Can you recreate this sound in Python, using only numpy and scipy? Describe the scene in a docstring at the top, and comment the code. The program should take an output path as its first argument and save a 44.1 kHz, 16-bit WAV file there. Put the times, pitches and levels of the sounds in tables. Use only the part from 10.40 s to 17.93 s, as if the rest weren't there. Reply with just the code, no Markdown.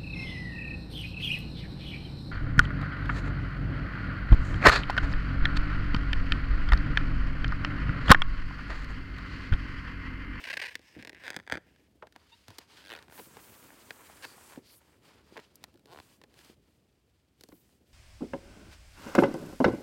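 """A large picture-book page buckles, snaps over and lands, close by, on a carpet in a quiet room.
A finger drags the glossy corner up in stick-slip squeaks and creaks. Each slip or snap is a pulse
coloured by the sheet's resonances; snaps also thud the stack of pages below.
The book is then slid along the carpet, gripped, and smoothed flat by a palm:
grainy friction noise in strokes that swell, hold and stop."""
import sys
import numpy as np
from scipy import signal
from scipy.fft import rfft, irfft, next_fast_len
from scipy.io import wavfile
from scipy.ndimage import uniform_filter1d

SR = 44100
rng = np.random.default_rng(int(sys.argv[2]) if len(sys.argv) > 2 else 0)


def master_out(mix):
    """Clip the mix to full scale and print it as 16-bit PCM to the path in sys.argv[1]."""
    frames = np.transpose(np.atleast_2d(mix))
    ceiling = np.clip(frames, -1, 1)
    pcm = np.round(ceiling * 32767).astype(np.int16)
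    wavfile.write(sys.argv[1], SR, pcm)


N = 332073
FFT_SIZE = 8192
TIME_S = np.arange(N) / SR
BIN_HZ = np.maximum(np.fft.rfftfreq(FFT_SIZE, 1 / SR), 1)
LEAD_S = 0.006   # build-up ahead of each pulse
LANDING_S = 1.62   # the turned page comes to rest


def from_db(db):
    """Decibels to gain."""
    return 10 ** (np.asarray(db) / 20)


def unit_rms(x):
    """Scale to rms 1."""
    return x / np.sqrt(np.mean(x ** 2) + 1e-20)


def unit_energy(x):
    """Scale to energy 1."""
    return x / np.sqrt(np.sum(x ** 2) + 1e-20)


def spectrum_db(points, hz=BIN_HZ):
    """Interpolate (freq_hz, gain_db) points over log frequency."""
    freq_hz, gain_db = np.transpose(points)
    return np.interp(np.log(np.maximum(hz, 1)), np.log(freq_hz), gain_db)


def resonance_db(centre_hz, q):
    """Spectrum of one damped resonance."""
    return -10 * np.log10(1 + q ** 2 * (BIN_HZ / centre_hz - centre_hz / BIN_HZ) ** 2)


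def coloured(x, spectrum):
    """Filter by a spectrum; rms 1."""
    size = next_fast_len(N)
    gain = from_db(spectrum_db(spectrum, np.fft.rfftfreq(size, 1 / SR)))
    return unit_rms(irfft(rfft(x, size) * gain, size)[:N])


def drift(rate_hz):
    """Ramps between unit-normal random values."""
    return np.interp(TIME_S * rate_hz, np.arange(FFT_SIZE), rng.standard_normal(FFT_SIZE))


def add(out, start_s, sound):
    """Mix a sound in at start_s."""
    at = max(round(start_s * SR), 0)
    out[at:at + len(sound)] += sound[:max(N - at, 0)]


# Room air: freq_hz, gain_db
AIR_SPECTRUM = [(15, -66), (25, -44.5), (53, -2.5), (74, 2), (114, -9.5), (145, -12.5), (285, -22.5),
                (476, -33), (695, -25.5), (1160, -30), (2990, -33), (3430, -37), (5570, -38), (16000, -56)]

def room_air(level_db=-71.5):
    """Still air: steady, low noise."""
    return from_db(level_db) * coloured(rng.standard_normal(N), AIR_SPECTRUM)


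def room(x, wet_db=-31.0, t60_s=0.52, predelay_s=0.004):
    """Add the carpeted room's faint, short tail."""
    t = TIME_S[:2 * FFT_SIZE]
    tail = rng.standard_normal(len(t)) * from_db(-60 * t / t60_s) * (t > predelay_s)
    tail = signal.sosfilt(signal.butter(1, 6000, fs=SR, output="sos"), tail)
    return x + from_db(wet_db) * signal.fftconvolve(x, unit_energy(tail))[:N]


def friction(spectrum, grain_db, flutter_db):
    """Tiny fibre contacts of uneven size under wavering pressure."""
    grains = rng.standard_normal(N) * from_db(grain_db * np.minimum(rng.exponential(1, N), 5))
    return coloured(grains, spectrum) * from_db(flutter_db * drift(70))


def stroke(start_s, length_s, attack_s=0.012, release_s=0.014):
    """Speed of one stroke: attack, hold, release."""
    attack = (1 + np.tanh((TIME_S - start_s) / (2 * attack_s))) / 2
    release = (1 - np.tanh((TIME_S - start_s - length_s) / (2 * release_s))) / 2
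    return attack * release


# Rumble envelope, before trim: time_s, level_db
FLEX_LEVELS = [(0.0, -59.5), (0.48, -70.5), (0.84, -67.5), (1.01, -67), (1.38, -69.5), (2.03, -75),
               (2.98, -61), (3.63, -68), (4.07, -65.5), (4.28, -68.5), (5.98, -66.5), (6.31, -70.5),
               (6.71, -77), (7.53, -69.5)]
# Rumble colour: freq_hz, gain_db
FLEX_SPECTRUM = [(50, -31.5), (100, 2.5), (160, 0), (280, 1.5), (450, -3), (700, -11.5), (1400, -32.5)]

def book_flex(trim_db=-0.5):
    """The book rumbles as it flexes in the hands."""
    level_db = np.interp(TIME_S, *np.transpose(FLEX_LEVELS))
    return from_db(level_db + trim_db) * friction(FLEX_SPECTRUM, grain_db=4.5, flutter_db=3.5)


# Lifts and grips, before trim: start_s, length_s, level_db
LIFT_STROKES = [(-0.003, 0.056, -47), (0.06, 0.31, -54), (0.415, 0.15, -58), (.55, 0.083, -59.5),
                (0.756, 0.2, -62), (0.82, 0.073, -56), (1.11, 0.068, -66.5), (1.255, 0.039, -62.5),
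                (1.329, 0.14, -69.5)]
# Paper on paper: freq_hz, gain_db
LIFT_SPECTRUM = [(200, -27.5), (550, -12.5), (950, -6.5), (1350, -13.5), (1750, 0.5), (2300, -2),
                 (2900, -2.5), (3450, -11), (3900, -10.5), (4350, -14.5), (5100, -9.5), (5800, -15),
                 (7200, -21.5), (8100, -18.5), (8900, -18), (9400, -27.5), (11500, -24), (16000, -26.5)]

def sheet_lift(trim_db=-4.0):
    """Sheet whispers over sheet as it is lifted or gripped."""
    envelope = sum(from_db(db) * stroke(start_s, length_s) for start_s, length_s, db in LIFT_STROKES)
    return from_db(trim_db) * envelope * friction(LIFT_SPECTRUM, grain_db=5.0, flutter_db=3.0)


# Hand strokes and the push over the carpet, before trim: start_s, length_s, drag_db, swish_db, hiss_db
RUB_STROKES = [(1.774, 0.1, -64.5, -68.5, -83), (1.892, 0.16, -72, -64.5, -81),
               (2.081, 0.17, -61.5, -60, -80), (2.293, 0.15, -60.5, -58, -78), (2.494, 0.16, -57, -68, -74),
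               (2.71, 0.31, -58.5, -62.5, -62.5), (3.012, 0.47, -58, -63.5, -63.5),
               (3.481, 0.71, -57.5, -63.5, -63.5), (4.24, 0.12, -67, -63.5, -72),
               (4.38, 0.2, -67.5, -71, -76.5), (4.63, 0.075, -60, -63, -73), (4.694, 0.13, -61.5, -66, -85),
               (4.865, 0.18, -64, -62.5, -81), (5.03, 0.28, -72, -72.5, -92),
               (5.511, 0.26, -68, -66, -69.5), (5.902, 0.071, -68.5, -66, -84),
               (5.966, 0.16, -64, -60, -68.5), (6.231, 0.16, -79, -77, -83),
               (6.985, 0.4, -84, -75.5, -76.5), (7.473, 0.089, -81, -70.5, -76)]
# Resting hands, before trim: drag_db, swish_db, hiss_db
RUB_FLOOR_DB = [-84.5, -79.5, -87.5]
# Cover drag, skin swish, fibre hiss: freq_hz, gain_db
DRAG_SPECTRUM = [(150, -7.5), (300, 0), (450, 0.5), (700, -3.5), (950, 1), (1600, -3.5), (2400, -7.5),
                 (4000, -20), (9000, -41)]
SWISH_SPECTRUM = [(700, -27.5), (1400, -6), (2000, -3), (3000, 0.5), (3800, -2.5), (4800, -1), (5600, -8),
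                  (9000, -13.5), (16000, -23.5)]
HISS_SPECTRUM = [(3000, -31), (5500, -4), (7000, -2), (8500, 0), (10500, -4.5), (13000, -4), (16000, -6.5)]

def rubbing(drag_trim_db=-3.5, swish_trim_db=-3.0, waver_db=0.19):
    """The cover drags on the carpet, skin swishes over the page, fibres hiss."""
    strokes = sum(np.outer(from_db(levels_db), stroke(start_s, length_s))
                  for start_s, length_s, *levels_db in RUB_STROKES)
    strokes *= from_db(waver_db * drift(9))
    drag, swish, hiss = np.hypot(strokes, from_db(RUB_FLOOR_DB)[:, None])
    cover = from_db(drag_trim_db) * drag * friction(DRAG_SPECTRUM, grain_db=4.5, flutter_db=2.0)
    skin = from_db(swish_trim_db) * swish * friction(SWISH_SPECTRUM, grain_db=3.0, flutter_db=2.5)
    fibres = hiss * friction(HISS_SPECTRUM, grain_db=1.0, flutter_db=1.0)
    return cover + skin + fibres


# Light strokes on the gloss, silent past end_s: start_s, fastest_s, end_s, level_db, centre_hz, q
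SKIM_STROKES = [(-.02, .04, .16, -54.5, 2850, 7), (0.417, 0.474, 0.59, -68.5, 5100, 6.9),
                (6.99, 7.135, 6.4, -74.5, 2920, 10), (2.704, 2.802, 2.9, -54, 13700, 1.5),
                (2.99, 3.04, 3.4, -59, 14800, 1.2), (3.3, 4.1, 4.185, -63, 8500, 2.2),
                (3.2, 4.08, 3.7, -64.5, 14800, 4), (3.503, 3.87, 3.96, -65, 1680, 4.4),
                (3.818, 3.85, 3.96, -59, 4550, 11), (4.25, 4.373, 4.4, -62.5, 11200, 3.4),
                (4.22, 4.29, 4.38, -63, 4500, 6), (7.09, 7.147, 7.27, -68, 13700, 3)]

def finger_skims():
    """A skimming finger gives a band of noise that follows its speed."""
    out = np.zeros(N)
    for start_s, fastest_s, end_s, level_db, centre_hz, q in SKIM_STROKES:
        speed = np.sin(np.pi / 2 * np.interp(TIME_S, [start_s, fastest_s, end_s], [0, 1, 0]))
        band = np.column_stack([BIN_HZ, resonance_db(centre_hz, q)])
        out += from_db(level_db) * speed * friction(band, grain_db=2.5, flutter_db=1.5)
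    return out


# Squeal: start_s, end_s, first_hz, last_hz, level_db
SQUEAL = (1.914, 1.953, 885, 965, -56)
# Harmonics 1-5: gain_db
SQUEAL_HARMONICS_DB = [-3.5, -14, -3, 0, -10]

def squeal(waver_share=0.022):
    """A contact's quick slips lock into a short, rising, hoarse tone."""
    start_s, end_s, first_hz, last_hz, level_db = SQUEAL
    glide_hz = np.interp(TIME_S, [start_s, end_s], [first_hz, last_hz])
    pitch_hz = glide_hz * (1 + waver_share * drift(500))
    phase = 2 * np.pi * np.cumsum(pitch_hz) / SR
    tone = sum(from_db(db) * np.sin(k * phase) for k, db in enumerate(SQUEAL_HARMONICS_DB, 1))
    envelope = np.sin(np.pi * np.interp(TIME_S, [start_s, end_s], [0, 1]))
    return from_db(level_db) * envelope * unit_rms(tone)


def blow(colour_db, ring_db, t60_s, give_db, give_s, ripple_hz, swell_s=0.00078):
    """Paper gives, lets go in one pulse and rings densely; energy of 5 ms at rms 1."""
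    # Broad colour swells into the pulse; narrow peaks ring after it.
    cepstrum = irfft(np.log(from_db(colour_db)))
    cepstrum *= 1 + np.tanh(np.fft.fftfreq(FFT_SIZE) * FFT_SIZE / SR / swell_s)
    t = TIME_S[:FFT_SIZE] - LEAD_S
    give_noise, ring_noise = rng.standard_normal((2, FFT_SIZE))
    waves = from_db(give_db) * unit_energy(give_noise * np.exp(-np.abs(t) / give_s))
    waves += from_db(ring_db) * unit_energy(ring_noise * (t > 0) * from_db(-60 * t / t60_s))
    waves[np.searchsorted(t, 0)] = 1   # the pulse
    # Whiten: reflections add only fine ripples to the contact's colour.
    ripples = rfft(waves)
    ripples /= np.sqrt(uniform_filter1d(np.abs(ripples) ** 2, int(ripple_hz * FFT_SIZE / SR) + 1))
    sound = irfft(np.exp(rfft(cepstrum)) * ripples)[:FFT_SIZE // 2]
    return unit_energy(sound) * np.sqrt(0.005 * SR)


def thud(centre_hz, t60_s, q, skirt_db, ring_db):
    """The page stack answers a soft blow with one broad, damped resonance."""
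    soft_contact_db = skirt_db * np.log10(1 + (BIN_HZ / (3 * centre_hz)) ** 2)
    colour_db = resonance_db(centre_hz, q) + soft_contact_db
    return blow(colour_db, ring_db, t60_s, give_db=2.0, give_s=0.001, ripple_hz=250)


# Soft blows on the book: start_s, level_db, centre_hz, t60_s
SOFT_BLOWS = [(.566, -39, 235, 0.13), (.584, -47, 120, 0.2), (.967, -42, 200, 0.12),
              (1.125, -36, 171, 0.086), (1.141, -41.5, 120, 0.15), (1.6255, -43.5, 1316, 0.029),
              (1.628, -41, 636, 0.077), (2.087, -45, 127, 0.13), (2.793, -53, 440, 0.08),
              (3.699, -51.5, 654, 0.021), (3.981, -53.5, 900, 0.018), (4.176, -37, 305, 0.065),
              (4.924, -48, 340, 0.23), (4.977, -45, 473, 0.051), (5.35, -52.5, 330, 0.064),
              (5.5, -55, 119, 0.06), (5.588, -52, 100, 0.083), (6.099, -49, 299, 0.089),
              (7.12, -59, 1159, 0.04), (7.128, -46, 278, 0.13)]

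def thumps():
    """Fingers, palm and the landing page thud without a crack."""
    out = np.zeros(N)
    for start_s, level_db, centre_hz, t60_s in SOFT_BLOWS:
        thump = thud(centre_hz, t60_s, q=1.9, skirt_db=-36.5, ring_db=4.0)
        add(out, start_s - LEAD_S, from_db(level_db) * thump)
    return out


# One slip of the stiff sheet: freq_hz, gain_db
PAPER_SPECTRUM = [(40, -37.5), (80, -19), (200, -19), (550, -15.5), (950, -13.5), (1350, -13.5), (1620, 2),
                  (1850, 3.5), (2750, -3.5), (3500, -9), (4600, -11.5), (6200, -21.5), (9000, -29),
                  (16000, -34.5)]
# Sheet resonance through the turn: time_s, main_hz, clearness_share
SHEET_TRACK = [(0, 1760, 0), (.75, 1796, 0.53), (.89, 1654, 1), (.97, 1620, 0.93), (1.13, 1580, 1),
               (1.7, 1590, 0.11), (7.53, 1587, 0)]
# Peaks and hollows of the free sheet: ratio_to_main, gain_db
FREE_MODES = [(.33, 4), (.68, -6.5), (1.03, 2.5), (1.72, -10), (2.15, 4), (2.6, -6.5), (2.97, 7.5),
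              (3.42, -5), (3.85, 7.5), (5, 7.5), (5.6, 2)]

def paper_colour_db(time_s, body_db, treble_db, mode_width_share=0.092):
    """Broad contacts add body, sharp ones treble; a freer sheet rings lower and clearer."""
    times_s, track_hz, clearness = np.transpose(SHEET_TRACK)
    main_hz = np.interp(time_s, times_s, track_hz)
    shifted_hz = BIN_HZ * track_hz[0] / main_hz
    contact = [(90, body_db / 2), (300, body_db), (1150, body_db), (1700, 0.012), (2400, 0.0023),
               (5500, treble_db), (14000, 1.215 * treble_db)]
    modes_db = sum(db * np.exp(-(np.log(BIN_HZ / (ratio * main_hz)) / mode_width_share) ** 2)
                   for ratio, db in FREE_MODES)
    modes_db *= np.interp(time_s, times_s, clearness)
    return spectrum_db(PAPER_SPECTRUM, shifted_hz) + spectrum_db(contact, shifted_hz) + modes_db


def disperse(sound, travel_s):
    """Bending waves carry lows more slowly; travel_s is at 1 kHz, and 2 kHz stays on time."""
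    phase = 2 * np.pi * travel_s * (2 * np.sqrt(1000 * BIN_HZ) - BIN_HZ / np.sqrt(2))
    return irfft(rfft(sound, FFT_SIZE) * np.exp(-1j * phase))[:len(sound)]


def slip_force(period_s, scrape, cycle_share=0.31, longest_s=0.0022, reference_s=0.0059):
    """A slip lasts a share of its cycle: quick ones pluck cleanly, slow ones may scrape."""
    t = TIME_S[:FFT_SIZE // 16]
    slip_s = min(cycle_share * period_s, longest_s)
    grit = rng.standard_normal(len(t)) * np.exp(-(t / slip_s) ** 2)
    force = scrape * (period_s / reference_s) ** 2 * unit_energy(grit)
    force[0] = 1
    return force


def stick_slip(pluck, start_s, end_s, rates_hz, levels_db, scrape, jitter_share, uneven_db):
    """Nearly regular slips pluck the sheet; rate and level ramp from first to last."""
    out, time_s = np.zeros(N), start_s
    while time_s <= end_s:
        period_s = 1 / np.interp(time_s, [start_s, end_s], rates_hz)
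        level_db = np.interp(time_s, [start_s, end_s], levels_db) + uneven_db * rng.standard_normal()
        scraped = np.convolve(pluck, slip_force(period_s, scrape))
        slip = unit_energy(scraped) * np.linalg.norm(pluck)   # same energy, spread out
        add(out, time_s - LEAD_S, from_db(level_db) * slip)
        time_s += period_s * np.exp(jitter_share * rng.standard_normal())
    return out


# Slow slip runs:
# start_s, end_s, first_rate_hz, last_rate_hz, first_db, last_db, body_db, treble_db, scrape_gain
CREAK_RUNS = [(.5515, 0.573, 155, 130, -58, -59, 7, -13, 0),
              (0.591, 0.618, 260, 170, -51.5, -56, 6, 0, 0.2),
              (0.7555, 0.79, 163, 190, -56, -57, 2, -15, 0.14),
              (0.798, 0.834, 360, 230, -63, -54, 7, -9, 0.2),
              (0.8383, 0.896, 278, 175, -48, -47.5, 8.5, 0.5, .1),
              (2.372, 2.429, 164, 120, -56.5, -63, 5, 10, 0.74),
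              (2.441, 2.494, 101, 86, -53.5, -47, 9, 11.5, .5),
              (2.5028, 2.539, 126, 99, -42.5, -40.5, 11.5, 7, 0.4),
              (2.5508, 2.591, 87, 63, -43, -50, 15, 9, 0.5),
              (5.342, 5.417, 64, 32, -66.5, -65.5, 12, 19, 0.22),
              (5.472, 5.537, 140, 190, -64.5, -48.5, 26, 15, 0.52),
              (5.547, 5.602, 71, 79, -49, -46, 24.5, 9, 0.14)]
# Palm contact, added to the paper colour: freq_hz, gain_db
PALM_SPECTRUM = [(150, -1), (480, 3.5), (850, -2), (1500, 1), (1950, -3), (3000, 1), (5200, -3),
                 (6300, -5.5), (9000, -1.5)]

def slow_creaks():
    """Slow slip runs judder: first the lifted sheet's corner ticks, later a hard-pressed thumb and palm judder
    over the page; each slip disperses into a falling chirp."""
    out = np.zeros(N)
    for start_s, end_s, *rates_hz, first_db, last_db, body_db, treble_db, scrape in CREAK_RUNS:
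        colour_db = paper_colour_db(start_s, body_db, treble_db) + spectrum_db(PALM_SPECTRUM)
        pluck = blow(colour_db, ring_db=-13.5 + 22 * scrape, t60_s=0.024,
                     give_db=-9, give_s=0.00016, ripple_hz=508)
        pluck = disperse(pluck, travel_s=0.0014)
        out += stick_slip(pluck, start_s, end_s, rates_hz, [first_db, last_db], scrape,
                          jitter_share=0.016, uneven_db=1.0)
    return out


# Quick slip runs: start_s, end_s, first_rate_hz, last_rate_hz, level_db, body_db, treble_db
SQUEAK_RUNS = [(0.04, 0.045, 670, 500, -46, -3, -0.5), (0.052, 0.06, 720, 640, -45, 5, 0),
               (.071, 0.092, 520, 410, -44, 6.5, 1), (0.1007, 0.1183, 520, 600, -40, 4.5, -1),
               (0.13, 0.144, 720, 500, -39, 6, 0.5), (0.17, 0.1776, 570, 410, -36.5, 3.5, 0.5),
               (0.1938, .2062, 440, 375, -40.5, 3, -2), (0.2165, 0.2332, 605, 380, -40, 5, 0.5),
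               (0.237, 0.2457, 420, 440, -40, 6, -1), (0.252, 0.271, 560, 470, -42, 3.5, 0.5),
               (0.279, 0.297, 430, 510, -46, 3, 0), (0.311, 0.323, 600, 440, -54, 4, -2),
               (2.788, 2.802, 460, 415, -51, 24.5, 11), (3.825, 3.84, 550, 530, -53, 12, 12),
               (3.842, 3.853, 560, 370, -45, 12, 6)]
# Fingertip contact, added to the paper colour: freq_hz, gain_db
FINGERTIP_SPECTRUM = [(200, 0), (700, 1), (1000, 2), (1330, -5), (1550, 3.5), (1900, 0.5), (2900, 4),
                      (3500, -3), (3950, 1.5), (4600, 3.5), (5600, 1), (6400, 0.5), (7800, -1.5),
                      (8800, 8.5), (9900, -2), (11400, 3), (14000, 0)]

def finger_squeaks(fade_db=1.0):
    """A fingertip breaks loose on the gloss, slips in gritty plucks and sticks again."""
    out = np.zeros(N)
    for start_s, end_s, *rates_hz, level_db, body_db, treble_db in SQUEAK_RUNS:
        colour_db = paper_colour_db(start_s, body_db, treble_db) + spectrum_db(FINGERTIP_SPECTRUM)
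        pluck = blow(colour_db, ring_db=-10, t60_s=0.021, give_db=-11.5, give_s=0.0001, ripple_hz=1100)
        pluck = disperse(pluck, travel_s=0.00061)
        levels_db = [level_db + fade_db / 2, level_db - fade_db / 2]
        out += stick_slip(pluck, start_s, end_s, rates_hz, levels_db,
                          scrape=2.1, jitter_share=0.08, uneven_db=2.3)
    return out


def crack(time_s, body_db, treble_db):
    """One sharp release of the paper: clean while it hangs free, buzzing once on the stack."""
    buzz_db = 7.5 * (time_s > LANDING_S)
    pulse = blow(paper_colour_db(time_s, body_db, treble_db), ring_db=-6 + buzz_db, t60_s=0.018,
                 give_db=-3 + buzz_db, give_s=0.0005, ripple_hz=1100)
    return disperse(pulse, travel_s=0.00078)


# Tick runs: start_s, end_s, typical_db
CRACKLE_RUNS = [(0.911, 0.96, -55), (1.029, 1.05, -64), (1.137, 1.18, -48), (2.088, 2.116, -57),
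                (2.699, 2.787, -58), (4.099, 4.147, -58.5), (5.953, 6.104, -81)]

def paper_crackles(rate_hz=110, uneven_db=4.5):
    """Bent or pressed paper ticks, unevenly in size and spacing."""
    out = np.zeros(N)
    for start_s, end_s, typical_db in CRACKLE_RUNS:
        flat_db = 10.5 * (start_s > LANDING_S)   # on the stack the resonance stands out less
        time_s = start_s
        while time_s < end_s:
            tick = crack(time_s, body_db=7.0 + flat_db, treble_db=-0.5 + flat_db / 2)
            add(out, time_s - LEAD_S, from_db(typical_db + uneven_db * rng.standard_normal()) * tick)
            time_s += (0.5 + rng.random()) / rate_hz
    return out


# Buckles, edge flicks, nail ticks: start_s, level_db, body_db, treble_db, thud_relative_db
PAGE_SNAPS = [(0.3548, -32.5, -0.5, 6.5, -19.5), (.394, -59, -1, 11, 5), (.417, -65, -1, 11, -8),
              (0.626, -46, -1, 4, -6), (0.6314, -53, 2, -6, -8), (0.65, -44, 5, 6, -5.5),
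              (0.654, -53, 8, -2, -3), (0.6739, -44, 4, 6, -7), (0.6782, -48.5, 5, -4, -7),
              (0.6956, -42.5, 2, 5.5, -6), (0.6992, -51, 14, 5, -11), (.722, -61, -2, -10, -17),
              (0.731, -51, -9, -2, 0.5), (.748, -49.5, 2, 0, -12), (0.8667, -41, 5, 0, -20),
              (0.8801, -35, 3.5, 0, -18), (0.9042, -35, 3.5, 6.5, -11.5), (.916, -51, 12, -10, -15),
              (0.9228, -50, 13, -8, -18), (.932, -45.5, 10, -1, -19), (0.9437, -44.5, 9, 2, -8),
              (0.965, -34.5, 9, 9.5, -6.5), (0.9691, -38.5, 9.5, -2, -7.5), (.99, -49, 13, 1.5, -19),
              (1, -45.5, 13, -2.5, -20), (1.067, -55, 8, 2, -20), (1.0765, -42, 12, -3, -34),
              (1.0995, -36, 11, -3.5, -19), (1.116, -38, 7, -4, -25), (1.1233, -24.5, 9.5, -1, -8),
              (1.13, -37, 1, 0, -2), (1.138, -43, 9, -5, -12), (1.1404, -38, 10, -2, -11),
              (1.1467, -40, 10, -5, -9), (1.1544, -36.5, 5, -5, -2), (1.1729, -37, 11, -6.5, -4),
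              (1.179, -49, 7, -2, -9), (1.362, -63.5, 6, 4, -18), (1.671, -54, 17, 7.5, -5),
              (1.725, -59.5, 5, 14, -14), (1.7565, -60, 14, 0, -12), (1.762, -47, 18.5, 8.5, -13),
              (2.083, -47.5, 19.5, 19, -18), (2.105, -50, 26, 18, -5), (2.1848, -44, 11, 23.5, -15),
              (2.1875, -42.5, 19, 18.5, -7.5), (2.6263, -54.5, 3.5, 13, -15), (2.683, -54, 18, 5, -20),
              (2.797, -48, 19, -2, 2), (2.97, -46.5, 23, 7, -7), (3.228, -58, 8, 5, -10),
              (3.305, -52.5, 11, -15, -9), (3.5075, -37, 9.5, 4, -15.5), (3.851, -42, 15, 12, -9),
              (4.16, -52.5, 12, 4, -12), (4.959, -52, 27, -6, 0.5), (4.9677, -43, 16, -11, -21),
              (4.973, -44.5, 16, 7, -14), (4.978, -44, 11, -1, -3), (4.993, -47.5, 20, -3, -11),
              (4.9998, -55.5, 10, 10, -10), (5.157, -51, -7, 65, -20), (5.2408, -41.5, 16.5, 18.5, -25),
              (5.458, -58.5, -8, 18, 3.5), (5.816, -55.5, 15, 11, -3), (5.8385, -53, 14, 11, 0),
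              (5.942, -62, 7, 16, -14), (5.991, -55.5, 2, 15, -3), (6.048, -57.5, 8, 21, -10),
              (7.0105, -52.5, 8, 23.5, -5), (7.0373, -49.5, 1, 23.5, -2.5), (7.0886, -58, 2, 32, 8),
              (7.125, -59, 16, 6, -5), (7.293, -69, 21, 10, -7)]

def page_snaps(warning_s=0.0099, thud_lag_s=0.001, rebound_s=0.005):
    """The sheet ticks as it gives, cracks, shakes the stack and rebounds once, weaker and duller."""
    out = np.zeros(N)
    for start_s, level_db, body_db, treble_db, thud_relative_db in PAGE_SNAPS:
        warning = from_db(-24.5) * crack(start_s, body_db, treble_db)
        snap = crack(start_s, body_db, treble_db)
        stack = thud(centre_hz=345, t60_s=0.065, q=1.2, skirt_db=-30.5, ring_db=1.0)
        stack *= from_db(thud_relative_db)
        rebound = from_db(-20) * crack(start_s, body_db, treble_db - 7)
        for lag_s, sound in [(-warning_s, warning), (0, snap), (thud_lag_s, stack), (rebound_s, rebound)]:
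            add(out, start_s + lag_s - LEAD_S, from_db(level_db) * sound)
    return out


def scene():
    """Still air, dry friction, and contacts with a room tail; mono."""
    air = room_air()
    contacts = (page_snaps() + paper_crackles() + thumps()
                + finger_squeaks() + slow_creaks() + squeal())
    sliding = rubbing() + sheet_lift() + book_flex() + finger_skims()
    return (air + sliding + room(contacts))[None]


def record(dry, low_cut_hz=45, high_cut_hz=16200):
    """A small microphone loses the deep bass; the top is cut."""
    thin = signal.sosfilt(signal.butter(2, low_cut_hz, "high", fs=SR, output="sos"), dry)
    return signal.sosfilt(signal.ellip(10, 0.1, 70, high_cut_hz, fs=SR, output="sos"), thin)


dry = scene()
out = record(dry)
master_out(out)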